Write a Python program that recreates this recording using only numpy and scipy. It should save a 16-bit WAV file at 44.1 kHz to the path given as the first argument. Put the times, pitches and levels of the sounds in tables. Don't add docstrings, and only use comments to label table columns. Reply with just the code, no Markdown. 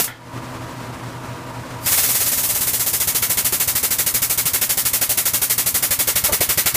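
import sys
import numpy as np
from scipy import signal
from scipy.fft import rfft, irfft
from scipy.io import wavfile

SR = 44100
rng = np.random.default_rng(int(sys.argv[2]) if len(sys.argv) > 2 else 0)


def dump(signal):
    limited = np.clip(np.atleast_2d(signal).T, -1, 1)
    pcm = np.round(limited * 32767).astype(np.int16)
    wavfile.write(sys.argv[1], SR, pcm)


N = 298116
TIME = np.arange(N) / SR
HZ = np.fft.rfftfreq(N, 1 / SR)

# t/s, rate/(strokes/s)
PUMP_RATE = [(1.86, 17.58), (2.466, 17.4), (3.08, 13.52), (3.906, 12.87), (6.76, 11.805)]
PUMP_START_S = PUMP_RATE[0][0]


def gain_of(db):
    return 10 ** (np.asarray(db) / 20)


def unit_rms(x):
    return x / np.sqrt(np.mean(x ** 2) + 1e-20)


def colour(points):
    hz, db = np.transpose(points)
    return gain_of(np.interp(np.log(HZ + 1), np.log(hz), db))


def resonances(modes):
    return sum(gain_of(db) / (1 + 2j * (HZ - hz) / width) for hz, width, db in modes)


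def noise(gain):
    return unit_rms(irfft(rfft(rng.standard_normal(N)) * gain, N))


def waver(rate_hz):
    return noise(1 / (1 + (HZ / rate_hz) ** 4))


def add(mix, start_s, sound):
    part = mix[max(round(start_s * SR), 0):][:len(sound)]
    part += sound[:len(part)]


def bursts(times_s, levels_db, rise_s, length_s, shape):
    power = np.zeros(N)
    for s, db in zip(times_s, levels_db):
        age = np.arange(max(-s, 0), length_s * 4, 1 / SR)
        burst = gain_of(db) * (1 - np.exp(-age / rise_s)) * np.exp(-(age / length_s) ** shape)
        add(power, s, burst ** 2)
    return np.sqrt(power)


def with_tail(envelope, t60_s, wet_db):
    pole = np.exp(-2 * np.log(1000) / (t60_s * SR))
    tail_power = signal.lfilter([1 - pole], [1, -pole], envelope ** 2)
    return np.sqrt(envelope ** 2 + gain_of(wet_db) ** 2 * tail_power)


def workshop(x, echoes=10, echo_db=-22, sway_s=.00006):
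    out = x.copy()
    for delay_s in rng.uniform(.002, .02, echoes):
        lag = np.round((delay_s + sway_s * waver(.7)) * SR).astype(int)
        out += gain_of(echo_db) * x[np.clip(np.arange(N) - lag, 0, N - 1)] * (TIME > delay_s)
    return out


def compressor(stroke_hz=11.58, rush_db=-33.0, whirr_db=-44, flicker_db=1.0):
    # f/Hz, level/dB
    hum = [(120, -37.5), (240, -48), (329, -48), (387, -51), (480, -48.5), (637, -48.5), (962, -45),
           (1061, -51), (1197, -47.5), (1335, -54)]
    # multiple of stroke rate, level/dB
    throb = [(8, -52), (10, -43), (11, -40.5), (13, -50), (14, -49), (15, -49), (22, -45), (23, -44),
             (28, -50)]
    # f/Hz, level/dB
    rush_spectrum = [(15, -18), (32, -6), (55, -6), (85, 2.5), (165, -8.5), (205, -1), (430, -6.5),
                     (600, -2), (780, -6), (980, -2.5), (1600, -8.5), (2300, -12.5), (3200, -17),
                     (8000, -22.5), (15000, -30)]
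    # f/Hz, width/Hz, level/dB
    fan_band = [(942, 81, 0)]
    # t/s, level/dB
    drone_curve = [(0, -3), (.15, -13), (.25, -9), (.36, -1), (1.8, -1.5), (2, -6.5), (4, -8.5),
                   (6.76, -10)]
    tones = np.zeros(N)
    for hz, db in list(hum) + [(k * stroke_hz, db) for k, db in throb]:
        phase = 2 * np.pi * (hz * TIME + rng.random())
        drift_rad = .11 * np.sqrt(hz / hum[0][0]) * waver(3.2)
        tones += gain_of(db) * np.sqrt(2) * np.sin(phase + drift_rad) * (1 + .12 * waver(9.6))
    rush = gain_of(rush_db) * noise(colour(rush_spectrum)) * gain_of(flicker_db * waver(24))
    whirr = gain_of(whirr_db) * noise(resonances(fan_band) ** 2)
    return (tones + rush + whirr) * gain_of(np.interp(TIME, *np.transpose(drone_curve)))


def valve_clinks(gain_db=-1):
    # t/s, level/dB
    taps = [(.078, -25.5), (.092, -36), (.099, -32), (.141, -49)]
    # f/Hz, width/Hz, level/dB
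    steel_modes = [(872, 170, -8), (1430, 120, -1), (1730, 150, -1), (1970, 150, -1), (3100, 73, -4),
                   (3250, 70, -4)]
    times_s, db = np.transpose(taps)
    envelope = bursts(times_s, db + gain_db, rise_s=0.00044, length_s=0.0085, shape=1.1)
    steel = noise(resonances(steel_modes) / (1 + (HZ / 4200) ** 6))
    return with_tail(envelope, t60_s=0.34, wet_db=0.5) * steel


def bar_creak(jitter=0.034, scrape_db=-2):
    # t/s, level/dB, slip rate/Hz
    slip_curve = [(6.278, -53, 310), (6.285, -28, 320), (6.298, -22.5, 286), (6.308, -31, 292),
                  (6.318, -29, 230), (6.333, -35, 245), (6.345, -32, 210), (6.36, -63, 215)]
    # f/Hz, width/Hz, level/dB
    bar_modes = [(390, 90, -3), (560, 160, 9), (885, 80, 4.5), (1140, 85, -2)]
    times_s, db, slip_hz = np.transpose(slip_curve)
    live = (TIME > times_s[0]) & (TIME < times_s[-1])
    cycles = np.cumsum(np.interp(TIME, times_s, slip_hz) * (1 + jitter * waver(194))) / SR
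    slips = unit_rms(sum(np.cos(2 * np.pi * k * cycles) for k in range(2, 8)))
    drive = (slips + gain_of(scrape_db) * waver(1500)) * live
    out = np.zeros(N)
    out[live] = unit_rms(irfft(rfft(drive) * resonances(bar_modes), N)[live])
    return out * gain_of(np.interp(TIME, times_s, db))


def valve_whistle(jitter=.008):
    # t/s, level/dB, f/Hz
    edge_tone = [(1.821, -60, 4700), (1.84, -41, 4820), (1.858, -34, 4840), (1.875, -60, 4880)]
    times_s, db, hz = np.transpose(edge_tone)
    live = (TIME > times_s[0]) & (TIME < times_s[-1])
    cycles = np.cumsum(np.interp(TIME, times_s, hz) * (1 + jitter * waver(310))) / SR
    return np.sin(2 * np.pi * cycles) * gain_of(np.interp(TIME, times_s, db)) * live


def air_leak(crack_db=-23.5, swell_db_per_s=420, stream_db=-17.5, fall_db_per_s=14, seep_db=-37.5):
    age = TIME - PUMP_START_S
    vent = bursts(times_s=[0.0404], levels_db=[-9.5], rise_s=0.002, length_s=0.0074, shape=1.4)
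    crack = gain_of(crack_db + swell_db_per_s * np.minimum(age, 0))
    stream = np.hypot(gain_of(stream_db - fall_db_per_s * age), gain_of(seep_db))
    return vent + np.where(age < 0, crack, stream)


def pump_strokes(ref_fill_s=.08, boost_db=3, settle_s=.18, approach_s=(5.73, 6.3)):
    # t/s, level/dB
    force_curve = [(1.92, 2), (2.4, -6), (2.86, -6.5), (3.08, 0)]
    cycles = np.cumsum(np.interp(TIME, *np.transpose(PUMP_RATE)) * (TIME > PUMP_START_S)) / SR
    times_s = TIME[np.searchsorted(cycles, np.arange(cycles[-1]), side="right")]
    fill_s = 1 / np.interp(times_s, *np.transpose(PUMP_RATE))
    puff_db = -13 + 5.5 * np.log2(fill_s / ref_fill_s)
    puff_db += boost_db * np.exp(-(times_s - PUMP_START_S) / settle_s)
    puff_db[0] -= 5
    force_db = np.interp(times_s, *np.transpose(force_curve))
    closeness = np.interp(times_s, approach_s, [0, 1])
    scatter = rng.standard_normal((len(times_s), 3))
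    clatter_db = -25.5 + force_db + 4 * closeness + scatter[:, 0]
    thud_db = -33 + .3 * force_db + 7.5 * closeness + 2 * scatter[:, 1]
    thump_db = -26.5 + .49 * force_db + 7 * closeness + 2.1 * scatter[:, 2]
    end_of_first_run = (-0.02, -9.5, -20.5, -13, -7)
    second_run = np.column_stack([times_s, puff_db, clatter_db, thud_db, thump_db])
    return np.vstack([end_of_first_run, second_run])


def thumps(times_s, levels_db, swing_hz=92, width_s=0.0053, frame_hz=168, frame_db=-6, frame_t60_s=0.074):
    out = np.zeros(N)
    age = np.arange(-.03, .1, 1 / SR)
    boom_age = np.maximum(age, 0)
    swing_window = np.exp(-(age / width_s) ** 2)
    boom_decay = gain_of(frame_db - 60 * boom_age / frame_t60_s)
    for s, db, (stretch, detune) in zip(times_s, levels_db, rng.standard_normal((len(times_s), 2))):
        swing = -np.cos(2 * np.pi * swing_hz * (1 + 0.13 * stretch) * age) * swing_window
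        boom = np.sin(2 * np.pi * frame_hz * (1 + 0.093 * detune) * boom_age) * boom_decay
        thump = gain_of(db) * (swing + boom)
        start_s = s + 0.002 + age[0]
        add(out, start_s, thump[max(round(-start_s * SR), 0):])
    return out


def piston(times_s, clatters_db, thuds_db, ring_db=-11, split_hz=900):
    # f/Hz, level/dB
    knock_spectrum = [(100, -20), (270, -6.5), (350, 4), (520, 0.5), (750, 5), (1100, 3), (1500, 1),
                      (2200, 4), (3000, 1), (5000, -0.5), (12000, -24)]
    # f/Hz, width/Hz, level/dB
    housing_modes = [(519, 36, 4), (623, 140, 3.5), (1400, 190, 2), (1790, 130, -0.5), (1974, 80, 4.5),
                     (2380, 150, -3.5)]
    # f/Hz, width/Hz, level/dB
    ring_mode = [(2200, 220, 0)]
    housing_db = sum(db / (1 + (2 * (HZ - hz) / width) ** 2) for hz, width, db in housing_modes)
    body = colour(knock_spectrum) * gain_of(housing_db)
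    lowpass = 1 / (1 + (HZ / split_hz) ** 6)
    stops = bursts(times_s, thuds_db, rise_s=0.0014, length_s=0.024, shape=3.4)
    blows = bursts(times_s, clatters_db, rise_s=0.0025, length_s=0.034, shape=8.9)
    clatter = with_tail(blows, t60_s=0.49, wet_db=-6.0) * noise(body * (1 - lowpass))
    ring = with_tail(blows, t60_s=0.62, wet_db=-6.5) * noise(resonances(ring_mode) ** 2)
    thud = with_tail(stops, t60_s=0.098, wet_db=-6.5) * noise(body * lowpass)
    return thud + clatter + gain_of(ring_db) * ring


def exhaust(times_s, puffs_db, lead_s=.0012, flutter_db=0.6):
    # f/Hz, level/dB
    hiss_spectrum = [(100, -8), (400, -14), (1000, -14), (2000, -10), (3300, -9.5), (4800, -7),
                     (6500, -3.5), (10000, -1.5), (13500, -0.5), (15500, -.5)]
    puffs = bursts(times_s - lead_s, puffs_db, rise_s=.0012, length_s=0.039, shape=2.36)
    envelope = with_tail(np.hypot(puffs, air_leak()), t60_s=0.13, wet_db=1.5)
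    return envelope * noise(colour(hiss_spectrum)) * gain_of(-flutter_db * waver(290))


def scene(pump_db=-2.5, bass_cut_hz=36):
    times_s, puff_db, clatter_db, thud_db, thump_db = pump_strokes().T
    pump = workshop(exhaust(times_s, puff_db) + piston(times_s, clatter_db, thud_db))
    jack = gain_of(pump_db) * pump + thumps(times_s, thump_db) + valve_whistle()
    jack = irfft(rfft(jack) * HZ ** 4 / (HZ ** 4 + bass_cut_hz ** 4), N)
    mono = jack + valve_clinks() + bar_creak() + compressor()
    return np.array([mono, mono])


def record(dry):
    lowpass = signal.firwin(511, 15400, window=("kaiser", 8), fs=SR)
    return signal.oaconvolve(dry, lowpass[None], "same")


dry = scene()
out = record(dry)
dump(out)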